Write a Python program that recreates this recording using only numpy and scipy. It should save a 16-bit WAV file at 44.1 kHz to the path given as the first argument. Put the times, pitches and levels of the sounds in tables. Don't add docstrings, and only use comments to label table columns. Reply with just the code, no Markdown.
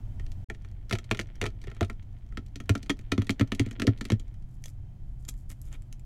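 import sys
import numpy as np
from scipy import signal
from scipy.fft import rfft, irfft, next_fast_len
from scipy.io import wavfile
from scipy.ndimage import uniform_filter1d, map_coordinates

SR = 44100
rng = np.random.default_rng(int(sys.argv[2]) if len(sys.argv) > 2 else 0)


def pcm_store(signal):
    levels = np.round(np.clip(np.atleast_2d(signal), -1, 1) * 32767)
    wavfile.write(sys.argv[1], SR, levels.astype(np.int16).T)


N = 266805
TIME = np.arange(N) / SR
AGE = np.arange(8192) / SR
REFERENCE_DB = -30

# (time [s], strength [dB], brightness [dB per octave])
BREAKS = [(0.1971, -48.5, -1.5), (0.265, -56.5, 7), (0.3184, -57, 11), (.5, -33.5, -6), (0.548, -54.5, 1.5),
          (0.648, -53, -2), (0.896, -49.5, 11), (0.9105, -30.5, -2), (.926, -29, 2.5), (.932, -35, 8.5),
          (0.9523, -36, 0.5), (0.9865, -42, 5.5), (1.0428, -56.5, 7.5), (1.1123, -21.5, -2),
          (1.1475, -38.5, -0.5), (1.1723, -45, 5.5), (1.1921, -28, -2.5), (1.1982, -34.5, 4),
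          (1.212, -41.5, 6), (1.4147, -28, 1.5), (1.4269, -37, -2), (1.44, -32.5, -2), (1.4563, -35, -2),
          (1.4635, -33, 2), (1.6161, -56.5, 7.5), (1.6403, -50, 1.5), (1.6714, -49, 1.5), (1.6982, -58, -6),
          (1.7153, -47.5, -6), (1.766, -53.5, -1), (1.8091, -28.5, -2), (1.829, -35, -1.5),
          (1.8473, -48.5, 6), (1.8987, -37.5, -3.5), (2.3239, -55.5, -6), (2.373, -36, -1.5),
          (2.4633, -65, 13), (2.558, -44, 8.5), (2.6023, -43, 2), (2.6937, -25.5, 1.5), (2.7527, -32, 0),
          (2.7777, -58.5, 13.5), (2.829, -49.5, 10.5), (2.8613, -55, 4), (2.8957, -27.5, 0),
          (2.9022, -27, 2), (2.9913, -53, 5), (3.1181, -34, 3.5), (3.1206, -25, -0.5), (3.1793, -34.5, -1),
          (3.2195, -39, 0), (3.269, -48, 5), (3.2944, -25, -1.5), (3.3055, -35, 8), (3.396, -32.5, 1),
          (3.4106, -28.5, -3), (3.5198, -29.5, -1), (3.5486, -46.5, 10), (3.5959, -26.5, 2.5),
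          (3.6621, -47, 4), (3.711, -44, 4), (3.7979, -34.5, 3.5), (3.8194, -29, 0), (3.8694, -32, 9),
          (3.8767, -30.5, -11), (3.976, -57.5, 7), (4.0106, -35.5, 3.5), (4.0527, -41.5, 6),
          (4.1019, -30, -0.5), (4.1195, -35.5, 6), (4.197, -52.5, 10.5)]
# (time [s], level [dB])
CAVE_INS = [(.926, -24.5), (1.427, -26.5), (1.6716, -37), (1.813, -19.5), (2.697, -15.5), (3.18, -19),
            (3.408, -19), (3.6, -20), (3.664, -31.5), (3.875, -15), (4.119, -17)]
# (start [s], end [s])
TIPPING = (1.5, 2.6)
# (frequency [Hz], relative level [dB per Hz])
THIN_SHELL = [(3000, -22.5), (5000, -5), (5900, -5.5), (7100, 0), (8500, -4), (10000, -5), (11800, -3),
              (13500, -12), (16000, -20)]
# (start [s], end [s])
DROPOUT = (.4445, .4865)


def amp(db):
    return 10 ** (np.asarray(db) / 20)


def unit(x):
    return x / np.sqrt(np.mean(x ** 2) + 1e-20)


def early_unit(x, seconds):
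    return x / np.sqrt(np.mean(x[:round(seconds * SR)] ** 2) + 1e-20)


def along(points, hz):
    point_hz, value = np.transpose(points)
    return np.interp(np.log(hz + 1), np.log(point_hz + 1), value)


def wobble(rate):
    points = rng.standard_normal(int(N * rate / SR) + 4)
    return map_coordinates(points, [TIME * rate])


def span(start, end, fade):
    return np.clip(np.minimum(TIME - start, end - TIME) / fade, 0, 1)


def add(track, s, sound):
    part = track[max(round(s * SR), 0):][:len(sound)]
    part += sound[:len(part)]


def colour(x, gain):
    m = 2 * next_fast_len(len(x))
    log_gain = np.log(np.maximum(gain(np.fft.rfftfreq(m, 1 / SR)), 1e-6))
    cepstrum = irfft(log_gain)
    cepstrum[1:m // 2] *= 2
    cepstrum[m // 2 + 1:] = 0
    return irfft(rfft(x, m) * np.exp(rfft(cepstrum)), m)[:len(x)]


def crackle(gain, rate, spread_db):
    happens = rng.random(N) < rate / SR
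    breaks = happens * rng.standard_normal(N) * amp(spread_db * rng.standard_normal(N))
    return unit(colour(breaks, gain))


def cracking():
    shell_db = 0.4
    knock_delay = 0.003514
    snap_base_db, snap_grows, snap_bright = -41, 0.97, 1
    upright_db, rolling_db = -5.5, 3
    shell, board = np.zeros((2, N))
    for s, db, bright_db in BREAKS:
        snap_db = snap_base_db + snap_grows * (db - REFERENCE_DB) + snap_bright * bright_db
        add(shell, s, running_crack(db, bright_db, snap_db))
        knock_db = db + np.interp(s, TIPPING, [upright_db, rolling_db])
        add(board, s + knock_delay, amp(knock_db) * board_knock(s, attack=0.005, scatter_db=0.5))
    return amp(shell_db) * shell + board


def running_crack(db, bright_db, snap_db, count=2):
    mean_wait, drop_db = .0045, 13.5
    out, when = np.zeros(len(AGE)), 0
    for step in range(count + 1):
        add(out, when, amp(-drop_db * step) * shell_click(db, bright_db, snap_db))
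        when += mean_wait * (.5 + rng.random())
    return out


def shell_click(db, bright_db, snap_db):
    # (frequency [Hz], relative level [dB per Hz])
    snap_curve = [(2500, -46.5), (4000, 7.5), (4600, 7), (5100, 2.5), (5700, 7), (7200, 2.5), (8500, -2),
                  (12000, -9), (16000, -21.5)]
    ring_source = fracture(split_t60=0.00043, crumble_db=-3.5, crumble_t60=0.022)
    ring = colour(ring_source, lambda hz: shell_gain(hz, bright_db))
    snap_source = fracture(split_t60=0.0011, crumble_db=-9.5, crumble_t60=0.026)
    snap = colour(snap_source, lambda hz: amp(along(snap_curve, hz)))
    return amp(db) * early_unit(ring, 0.0038) + amp(snap_db) * early_unit(snap, 0.0045)


def fracture(split_t60, crumble_db, crumble_t60):
    noise, spikes = rng.standard_normal((2, len(AGE)))
    split = amp(-60 * AGE / split_t60)
    crumbs = amp(crumble_db + 3.5 * spikes - 60 * AGE / crumble_t60)
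    return noise * (split + crumbs)


def shell_gain(hz, bright_db=0):
    # (frequency [Hz], width [Hz], relative level [dB])
    resonances = [(647, 130, -2.5), (1030, 220, -6.5), (1347, 100, 4), (1823, 110, 4.5), (2210, 410, 2),
                  (2920, 110, -4.5), (3265, 210, -2.5), (3660, 220, -8.5), (4270, 300, -18)]
    level_change, detune = rng.standard_normal((2, len(resonances), 1))
    centre, width, db = np.transpose(resonances)[:, :, None]
    offset = (hz ** 2 - (centre * (1 + .02 * detune)) ** 2) / (width * (hz + 1))
    power = np.sum(amp(db + 2 * level_change) ** 2 / (1 + offset ** 2), axis=0)
    tilt = amp(bright_db * np.log2(np.clip(hz, 1300, 3800) / 2300))
    return np.sqrt(power / (1 + (hz / 4800) ** 8)) * tilt


def board_knock(s, attack, scatter_db):
    # (frequency [Hz], level under upright egg [dB], level under rolling egg [dB], time to fall 60 dB [s])
    board_modes = [(219, -5, -6, 0.055), (261.7, 1, 6, 0.034), (334.5, 3, -4.5, 0.038),
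                   (398.4, 1, -7.5, 0.043), (482, -18, -23, 0.045), (664, -11.5, -20, 0.045)]
    hz, upright_db, rolling_db, t60 = np.transpose(board_modes)[:, :, None]
    rolled = np.interp(s, TIPPING, [0, 1])
    level_change, detune = rng.standard_normal((2, len(board_modes), 1))
    db = (1 - rolled) * upright_db + rolled * rolling_db + scatter_db * level_change
    tones = np.sin(2 * np.pi * hz * (1 + .03 * detune) * AGE)
    ringing = np.sum(amp(db - 60 * AGE / t60) * tones, axis=0)
    return early_unit(ringing * (1 - np.exp(-AGE / attack)), 0.0075)


def sinking():
    lag, knock_db = 0.00213, -2.5
    out = np.zeros(N)
    for s, db in CAVE_INS:
        add(out, s + lag, amp(db + knock_db) * board_knock(s, attack=0.0035, scatter_db=4.0))
    return out


def crunching():
    base_db, grows = -56.5, .12
    half_length = 0.026
    level = np.zeros(N)
    for s, db in CAVE_INS:
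        swell = np.exp(-((TIME - s) / half_length - .5) ** 2)
        level += amp(base_db + grows * (db - REFERENCE_DB)) * swell
    return level * crackle(shell_gain, rate=1100, spread_db=6.5)


def thumping():
    jolt_db = -5
    out = np.zeros(N)
    for s, db in CAVE_INS:
        add(out, s, amp(db) * table_thump())
    for s, db, _ in BREAKS:
        add(out, s, amp(db + jolt_db) * table_thump())
    return out


def table_thump(hz=104.5, swell=0.013, t60=0.094):
    envelope = (1 - np.exp(-(AGE / swell) ** 3)) * amp(-60 * AGE / t60)
    pitch = hz * (1 + .05 * rng.standard_normal())
    return np.sqrt(2) * envelope / envelope.max() * np.sin(2 * np.pi * pitch * AGE)


def grinding():
    # (time [s], level [dB])
    hand_pressure = [(0.5, -78), (0.68, -70), (0.94, -78.5), (1.05, -64.5), (1.79, -68.5), (1.99, -75.5),
                     (2.56, -74), (2.8, -67), (2.97, -68.5), (3.76, -63), (3.95, -63.5), (4.4, -74.5)]
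    grit_db, rub_db, rub_top_hz = -2.5, 5.5, 378
    chips_per_s, chip_db, chip_scatter_db = 14, 2.5, 2.5
    s, db = np.transpose(hand_pressure)
    pressure = amp(np.interp(TIME, s, db)) * span(s[0], s[-1], fade=0.033)
    grit = amp(grit_db) * crackle(shell_gain, rate=1450, spread_db=9.0)
    rub = amp(rub_db) * crackle(lambda hz: 1 / (1 + (hz / rub_top_hz) ** 3), rate=420, spread_db=4)
    out = pressure * (grit + rub)
    for slot in np.arange(s[0], s[-1], 1 / chips_per_s):
        when = slot + rng.random() / chips_per_s
        level_db = np.interp(when, s, db) + chip_db + chip_scatter_db * rng.standard_normal()
        add(out, when, shell_click(level_db, bright_db=-1.5, snap_db=level_db))
    return out


def skidding():
    # (time [s], slip rate [Hz], level [dB])
    skid_course = [(3.777, 226.5, -70), (3.795, 235, -39.5), (3.833, 289, -45.5), (3.854, 410, -34.5),
                   (3.885, 390, -49)]
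    s, slip_hz, db = np.transpose(skid_course)
    rate = np.interp(TIME, s, slip_hz) * (1 + .22 * wobble(250))
    sliding = (TIME > s[0]) * (TIME < s[-1])
    level = amp(np.interp(TIME, s, db) + 2 * wobble(120)) * sliding
    return level * np.sqrt(2) * np.sin(2 * np.pi * np.cumsum(rate) / SR)


def peeling():
    # (start [s], end [s])
    picking_times = [(4.42, 4.78), (5.0, 5.9)]
    # (time [s], length [s], crackle level [dB], fizz level [dB])
    membrane_rips = [(4.653, 0.053, -66, -62.5), (5.282, 0.015, -45.5, -39), (5.496, 0.031, -54.5, -52),
                     (5.628, 0.086, -69.5, -69.5), (5.719, 0.045, -54, -67.5)]
    # (time [s], level [dB], flake resonance [Hz])
    snapped_flakes = [(4.6399, -45, 6300), (4.6577, -43.5, 6290), (4.682, -55, 5000), (5.251, -54.5, 7200),
                      (5.2886, -38, 6950), (5.34, -63, 7100), (5.616, -50, 11400), (5.7276, -50.5, 7100),
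                      (5.8213, -60, 7700), (5.9264, -49, 5870), (5.9956, -61.5, 7600)]
    # (flake resonance [Hz], change of the egg's level [dB])
    egg_stir = [(7500, -3.5), (11500, -34)]
    picking_db, picking_fade = -82.5, 0.096
    swing_db, swings_per_s = 5, 35
    hollow_db, hollow_top_hz = 11, 400

    def membrane(hz):
        return amp(along(THIN_SHELL, hz))

    def hollow(hz):
        return shell_gain(hz, bright_db=4) + amp(hollow_db) / (1 + (hz / hollow_top_hz) ** 3)

    picking = sum(span(start, end, picking_fade) for start, end in picking_times)
    catching = amp(picking_db + swing_db * wobble(swings_per_s))
    out = picking * catching * crackle(membrane, rate=2160, spread_db=4)
    body = crackle(hollow, rate=2000, spread_db=3)
    fizz = crackle(membrane, rate=1300, spread_db=3.5)
    for s, length, body_db, fizz_db in membrane_rips:
        pull = np.exp(-(2 * (TIME - s) / length - 1) ** 4)
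        out += pull * (amp(body_db) * body + amp(fizz_db) * fizz)
    for s, db, flake_hz in snapped_flakes:
        add(out, s, flake_snap(db + along(egg_stir, flake_hz), db, flake_hz))
    return out


def flake_snap(db, snap_db, flake_hz):
    def resonance(hz):
        return amp(along(THIN_SHELL, hz)) * (1 + 2.9 / (1 + ((hz - flake_hz) / 600) ** 2))

    def egg_tap(hz):
        return shell_gain(hz, bright_db=8.5) + 0.5 / (1 + (hz / 650) ** 4)

    breaking = fracture(split_t60=.006, crumble_db=-9, crumble_t60=.028)
    tap = early_unit(colour(breaking, egg_tap), 0.0031)
    snap = early_unit(colour(breaking, resonance), 0.0033)
    return amp(db) * tap + amp(snap_db) * snap


def kitchen(x):
    # (frequency [Hz], time to fall 60 dB [s])
    room_decay = [(100, 0.14), (500, 0.11), (2000, 0.072), (6000, 0.09), (15000, .07)]
    hz, t, cells = signal.stft(rng.standard_normal(SR // 2), SR, nperseg=256)
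    fading = amp(-60 * t / along(room_decay, hz)[:, None])
    tail = signal.istft(cells * fading, SR, nperseg=256)[1]
    tail = np.pad(tail, (round(0.0056 * SR), 0))
    return signal.fftconvolve(x, tail / np.linalg.norm(tail))[:N]


def room_tone():
    # (frequency [Hz], relative level [dB per Hz])
    rumble_curve = [(10, -3), (20, 7), (37, 0), (50, 5), (63, -16), (87, 0), (110, -6.5), (150, -16),
                    (185, -18), (215, -23), (290, -27), (400, -36.5), (800, -99)]
    # (frequency [Hz], relative level [dB per Hz])
    air_curve = [(150, -13), (450, 0), (700, 8), (1100, -3), (1900, -5.5), (2700, -8.5), (2950, -13.5),
                 (3080, -1.5), (3250, -10), (4500, -14.5), (7000, -15), (9000, -19), (16000, -22)]
    # (start [s], end [s], frequency [Hz], level [dB])
    appliance_hum = [(0, 4.37, 114.5, -52), (4.372, 6.05, 127.2, -51)]
    opening = TIME < DROPOUT[0]
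    rumble_db = -39.5 + 5 * opening
    air_db = -71.5 + 5.5 * opening

    def noise(curve):
        return unit(colour(rng.standard_normal(N), lambda hz: amp(along(curve, hz))))

    out = amp(rumble_db) * noise(rumble_curve) + amp(air_db) * noise(air_curve)
    for start, end, hz, db in appliance_hum:
        level = span(start, end, .03) * amp(db + 2 * wobble(3))
        out += level * np.sqrt(2) * np.sin(2 * np.pi * hz * TIME + wobble(5))
    return out


def scene():
    egg = cracking() + sinking() + skidding() + peeling() + crunching() + grinding()
    low = room_tone() + thumping()
    mono = egg + amp(-13.5) * kitchen(egg) + low
    return np.array([mono, mono])


def record(dry):
    top_hz = 15950
    live = (TIME < DROPOUT[0]) | (TIME > DROPOUT[1])
    gated = dry * uniform_filter1d(live * 1., size=64)
    m = next_fast_len(N + SR // 2)
    passes = np.fft.rfftfreq(m, 1 / SR) < top_hz
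    return irfft(rfft(gated, m) * passes, m)[:, :N]


dry = scene()
out = record(dry)
pcm_store(out)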